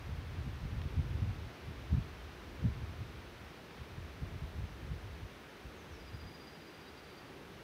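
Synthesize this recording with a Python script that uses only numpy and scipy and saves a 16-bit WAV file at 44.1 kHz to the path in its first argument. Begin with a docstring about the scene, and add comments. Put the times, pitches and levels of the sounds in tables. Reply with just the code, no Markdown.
"""Gusty wind over a riding arena

Eddies buffet a small microphone with low flutters, over the hiss of bare trees and a far, dull drone.
A pony walks off on the soft footing, almost unheard but for a few ticks of hooves and tack.
Late on, a distant small bird sings two falling notes and a trill; another whistles once under it."""
import sys
import numpy as np
from scipy import signal
from scipy.fft import rfft, irfft, next_fast_len
from scipy.io import wavfile
from scipy.ndimage import uniform_filter1d

SR = 44100
rng = np.random.default_rng(int(sys.argv[2]) if len(sys.argv) > 2 else 0)


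def master(y):
    """Save y as 16-bit WAV."""
    cut = np.clip(np.atleast_2d(y).T, -1, 1)
    pcm = np.round(cut * 32767)  # scale
    wavfile.write(sys.argv[1], SR, pcm.astype(np.int16))


N = 336483
TIME = np.arange(N) / SR

# Wind rumble, rising and dropping in a few gusts: time_s, level_db
GUSTS = [(0, -43), (0.45, -46), (0.9, -40), (1.3, -41.5), (1.57, -54.5), (2.0, -40.5), (2.25, -54),
         (2.7, -46.5), (3.05, -47.5), (3.2, -53.5), (3.68, -63.5), (3.95, -51), (4.62, -46), (5.24, -51.5),
         (5.37, -63.5), (6.24, -52.5), (6.37, -65), (7.63, -64.5)]
# The strongest eddies to hit the microphone: centre_s, peak_db, width_s
EDDY_HITS = [(0.39, -38.5, 0.07), (0.469, -31.5, 0.04), (0.651, -33.5, 0.014), (0.755, -36.5, 0.13),
             (0.859, -30, 0.0098), (0.988, -29, 0.049), (1.154, -34.5, 0.018), (1.232, -30.5, .04),
             (1.297, -34, 0.05), (1.693, -39.5, 0.036), (1.937, -26, .032), (1.98, -28.5, 0.026),
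             (2.655, -25, 0.027), (2.69, -31.5, 0.048), (2.831, -38.5, 0.03), (3.022, -41, 0.079),
             (3.81, -41.5, 0.022), (3.984, -40, .02), (4.232, -36, 0.025), (4.352, -40.5, 0.03),
             (4.434, -37, 0.035), (4.602, -37, 0.053), (4.838, -39, 0.027), (4.918, -35.5, 0.031),
             (5.663, -43, 0.028), (6.147, -40.5, 0.022), (6.245, -41, 0.027)]
# Deep rumble of slow air: freq_hz, gain_db
SLOW_AIR_EQ = [(20, -50), (30, -31), (42, -2.5), (55, -2.5), (80, -1.5), (110, -4.5), (160, -7), (250, -37),
               (400, -41), (900, -70)]
# Higher rumble of fast air: freq_hz, gain_db
FAST_AIR_EQ = [(20, -46), (30, -34), (42, -17), (55, -4), (80, -0.5), (120, -1), (175, -4), (240, -17.5),
               (340, -46), (600, -55)]
# Fine swirl inside an eddy: freq_hz, gain_db
SWIRL_EQ = [(90, -30), (170, -2), (230, -1.5), (300, -6), (380, -17), (520, -30), (900, -60)]

def wind_buffeting(flutter_db=3, flutters_per_s=14.4, slow_air_db=-49, fast_air_db=-26.5):
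    """Wind and its eddies press on the microphone; faster air sheds smaller swirls and sounds higher."""
    flow = gain_of(curve(GUSTS) + flutter_db * drift(flutters_per_s))
    for centre_s, peak_db, width_s in EDDY_HITS:
        bump = np.exp(-2.8 * np.minimum(((TIME - centre_s) / width_s) ** 2, 10))
        flow = np.maximum(flow, gain_of(peak_db) * bump)
    speed = np.interp(20 * np.log10(flow), [slow_air_db, fast_air_db], [0, 1])
    slow_rumble = np.sqrt(1 - speed) * turbulence(SLOW_AIR_EQ, evenness=0.5)
    fast_rumble = np.sqrt(speed) * turbulence(FAST_AIR_EQ, evenness=0.49)
    swirl_db = np.interp(speed, [0, 1], [-20.5, -13.5])  # relative to the rumble
    swirl = gain_of(swirl_db) * turbulence(SWIRL_EQ, evenness=0.57)
    return flow * (slow_rumble + fast_rumble + swirl)


def turbulence(eq, evenness):
    """Pressure swings of random length and of fairly even height."""
    swings = noise(eq)
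    for _ in range(2):
        power = abs(signal.hilbert(swings, next_fast_len(N))[:N]) ** 2
        height = np.sqrt(uniform_filter1d(power, size=500) + 1e-4)
        swings = coloured(swings / height ** evenness, eq)
    return swings


# Breeze in the trees, ahead of the trim: time_s, level_db
TREE_BREEZE = [(0.1, -57), (1.19, -56.5), (5.66, -58), (7.6, -58)]
# Soft, broad hiss of bare twigs: freq_hz, gain_db
TREE_EQ = [(30, -21), (60, -19), (150, 5.5), (300, 4.5), (420, 0.5), (650, 1), (1000, 0), (1500, -0.5),
           (2400, -3.5), (3800, -8.5), (5000, -13.5), (6200, -17), (7200, -29.5)]

def trees(trim_db=3):
    """Countless far twigs blend into a smooth hiss that eases with the breeze."""
    return gain_of(curve(TREE_BREEZE) + trim_db) * noise(TREE_EQ)


# Small ticks of hooves and tack, ahead of the trim and filter: start_s, level_db
PONY_TICKS = [(0.3785, -46), (0.8178, -29.5), (1.0934, -42), (2.0257, -36)]

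def pony(trim_db=-11, decay_s=0.0018, snap=9, band_hz=(900, 3700)):
    """Hooves and tack tick: each a sharp snap followed by a short dry scatter of grit."""
    ticks = np.zeros(N)
    t = np.arange(SR // 20) / SR
    for start_s, level_db in PONY_TICKS:
        grit = np.exp(-t / decay_s) * rng.standard_normal(len(t))
        add(ticks, start_s, gain_of(level_db + trim_db) * (snap * (t == 0) + grit))
    return signal.sosfilt(signal.butter(3, band_hz, "band", fs=SR, output="sos"), ticks)


# Two falling notes ahead of the trill, then another bird's lower whistle under it:
# start_s, from_hz, to_hz, level_db, length_s, warble_hz
BIRD_SLURS = [(5.752, 7100, 5880, -71.5, .095, 110), (5.89, 6800, 5150, -69, .115, 170),
              (6.84, 3830, 3880, -67, .075, 30)]

def bird_slurs():
    """Each note slides fast at first and then settles, blurred by a quick uneven warble."""
    song = np.zeros(N)
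    for start_s, from_hz, to_hz, level_db, length_s, warble_hz in BIRD_SLURS:
        progress = np.linspace(0, 1, int(length_s * SR))
        slide_hz = to_hz + (from_hz - to_hz) * (1 - progress) ** 2
        warble = unit_rms(uniform_filter1d(rng.standard_normal(SR), size=130))[:len(progress)]
        add(song, start_s, whistle(slide_hz + warble_hz * warble, level_db))
    return song


# Two evenly paced runs with a hitch between them: first_note_s, end_s
TRILL_PHRASES = [(6.014, 6.9), (6.984, 7.2)]
# The trill swells, fades and closes on an accent: time_s, level_db
TRILL_DYNAMICS = [(6.01, -66), (6.1, -61.5), (6.5, -61.5), (6.8, -66), (7.11, -68), (7.19, -62)]

def bird_trill(step_s=.067, note_s=.043, pitch_hz=4853, flick_hz=110, sag_hz_per_s2=115):
    """Short notes flick upward, no two quite alike, while the trill's pitch sags ever faster."""
    song = np.zeros(N)
    waver_hz = 30 * drift(60)
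    level_db = curve(TRILL_DYNAMICS) + drift(15)
    rise_hz = flick_hz * np.linspace(-.5, .5, int(note_s * SR))
    for first_note_s, end_s in TRILL_PHRASES:
        for centre_s in np.arange(first_note_s, end_s, step_s):
            at = int(centre_s * SR)
            sag_hz = sag_hz_per_s2 * (centre_s - TRILL_PHRASES[0][0]) ** 2
            path_hz = pitch_hz - sag_hz + rise_hz + waver_hz[at:at + len(rise_hz)]
            add(song, centre_s - note_s / 2, whistle(path_hz, level_db[at]))
    return song


def whistle(path_hz, level_db):
    """A near-pure tone along a pitch path, with soft ends."""
    envelope = np.sqrt(2) * gain_of(level_db) * signal.windows.tukey(len(path_hz), .8)
    return envelope * np.sin(2 * np.pi * np.cumsum(path_hz) / SR)


def arena_echoes(song, t60_s=.65, tail_db=-5.5, taps_per_s=2000, slap_s=.103, slap_db=-12.5):
    """Trees scatter a thin tail of echoes; the sheds return one distinct slap."""
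    t = np.arange(SR) / SR
    taps = rng.standard_normal(SR) * (rng.random(SR) < taps_per_s / SR)
    tail = taps * (t > .02) * gain_of(-60 * t / t60_s)
    echoes = gain_of(tail_db) * signal.fftconvolve(song, tail / np.linalg.norm(tail))[:N]
    add(echoes, slap_s, gain_of(slap_db) * song)
    return song + echoes


# Slow swells of the drone: time_s, level_db
DRONE_SWELLS = [(0, -59), (2.4, -57), (3, -58.5), (4.2, -57), (5.4, -58), (6.2, -57), (6.9, -57.5),
                (7.63, -55.5)]
# Its dull, low-mid body: freq_hz, gain_db
DRONE_EQ = [(30, -32), (65, -4.5), (160, 2), (220, -2), (290, -1), (370, 2), (470, -1), (650, -13.5),
            (1200, -31)]

def far_drone(wander_db=.8):
    """A dull drone, as of a far road, swells and wavers gently."""
    return gain_of(curve(DRONE_SWELLS) + wander_db * drift(5)) * noise(DRONE_EQ)


# Nearly white noise floor: freq_hz, gain_db
MIC_HISS_EQ = [(100, 0), (10000, 0), (16000, -1.3)]

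def mic_hiss(level_db=-71):
    """The microphone's own steady hiss."""
    return gain_of(level_db) * noise(MIC_HISS_EQ)


def gain_of(db):
    """Decibels to amplitude."""
    return 10 ** (np.asarray(db) / 20)


def unit_rms(x):
    """Scales to rms 1."""
    return x / np.sqrt(np.mean(x ** 2) + 1e-20)


def curve(rows):
    """Joins (time_s, value) rows by straight lines."""
    return np.interp(TIME, *np.transpose(rows))


def add(mix, start_s, sound):
    """Lays a sound into the mix."""
    part = mix[max(round(start_s * SR), 0):][:len(sound)]
    part += sound[:len(part)]


def coloured(x, eq):
    """Shapes x by an EQ curve that falls 60 dB an octave past its last point, to rms 1."""
    freq_hz, gain_db = np.transpose(eq)
    size = next_fast_len(N)
    octaves = np.log2(np.fft.rfftfreq(size, 1 / SR) + 1)
    rolloff_db = 60 * np.maximum(octaves - np.log2(freq_hz[-1]), 0)
    response = gain_of(np.interp(octaves, np.log2(freq_hz), gain_db) - rolloff_db)
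    return unit_rms(irfft(rfft(x, size) * response, size)[:N])


def noise(eq):
    """Noise shaped by an EQ curve."""
    return coloured(rng.standard_normal(N), eq)


def drift(per_s):
    """Smooth random motion of rms 1 that changes about per_s times a second."""
    size = next_fast_len(N)
    lowpass = np.exp(-(np.fft.rfftfreq(size, 1 / SR) / per_s) ** 2)
    return unit_rms(irfft(rfft(rng.standard_normal(N), size) * lowpass, size)[:N])


def scene():
    """Everything meets at one microphone; only the birds echo."""
    air = wind_buffeting() + trees() + far_drone() + mic_hiss()
    return (air + pony() + arena_echoes(bird_slurs() + bird_trill()))[None]


def record(dry, bass_cut_hz=46, top_cut_hz=15680):
    """The recorder's bass cut and steep band limit."""
    bass_cut = signal.butter(4, bass_cut_hz, "high", fs=SR, output="sos")
    top_cut = signal.firwin(1023, top_cut_hz, window=("kaiser", 9), fs=SR)
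    return signal.oaconvolve(signal.sosfilt(bass_cut, dry), top_cut[None], "same")


dry = scene()
out = record(dry)
master(out)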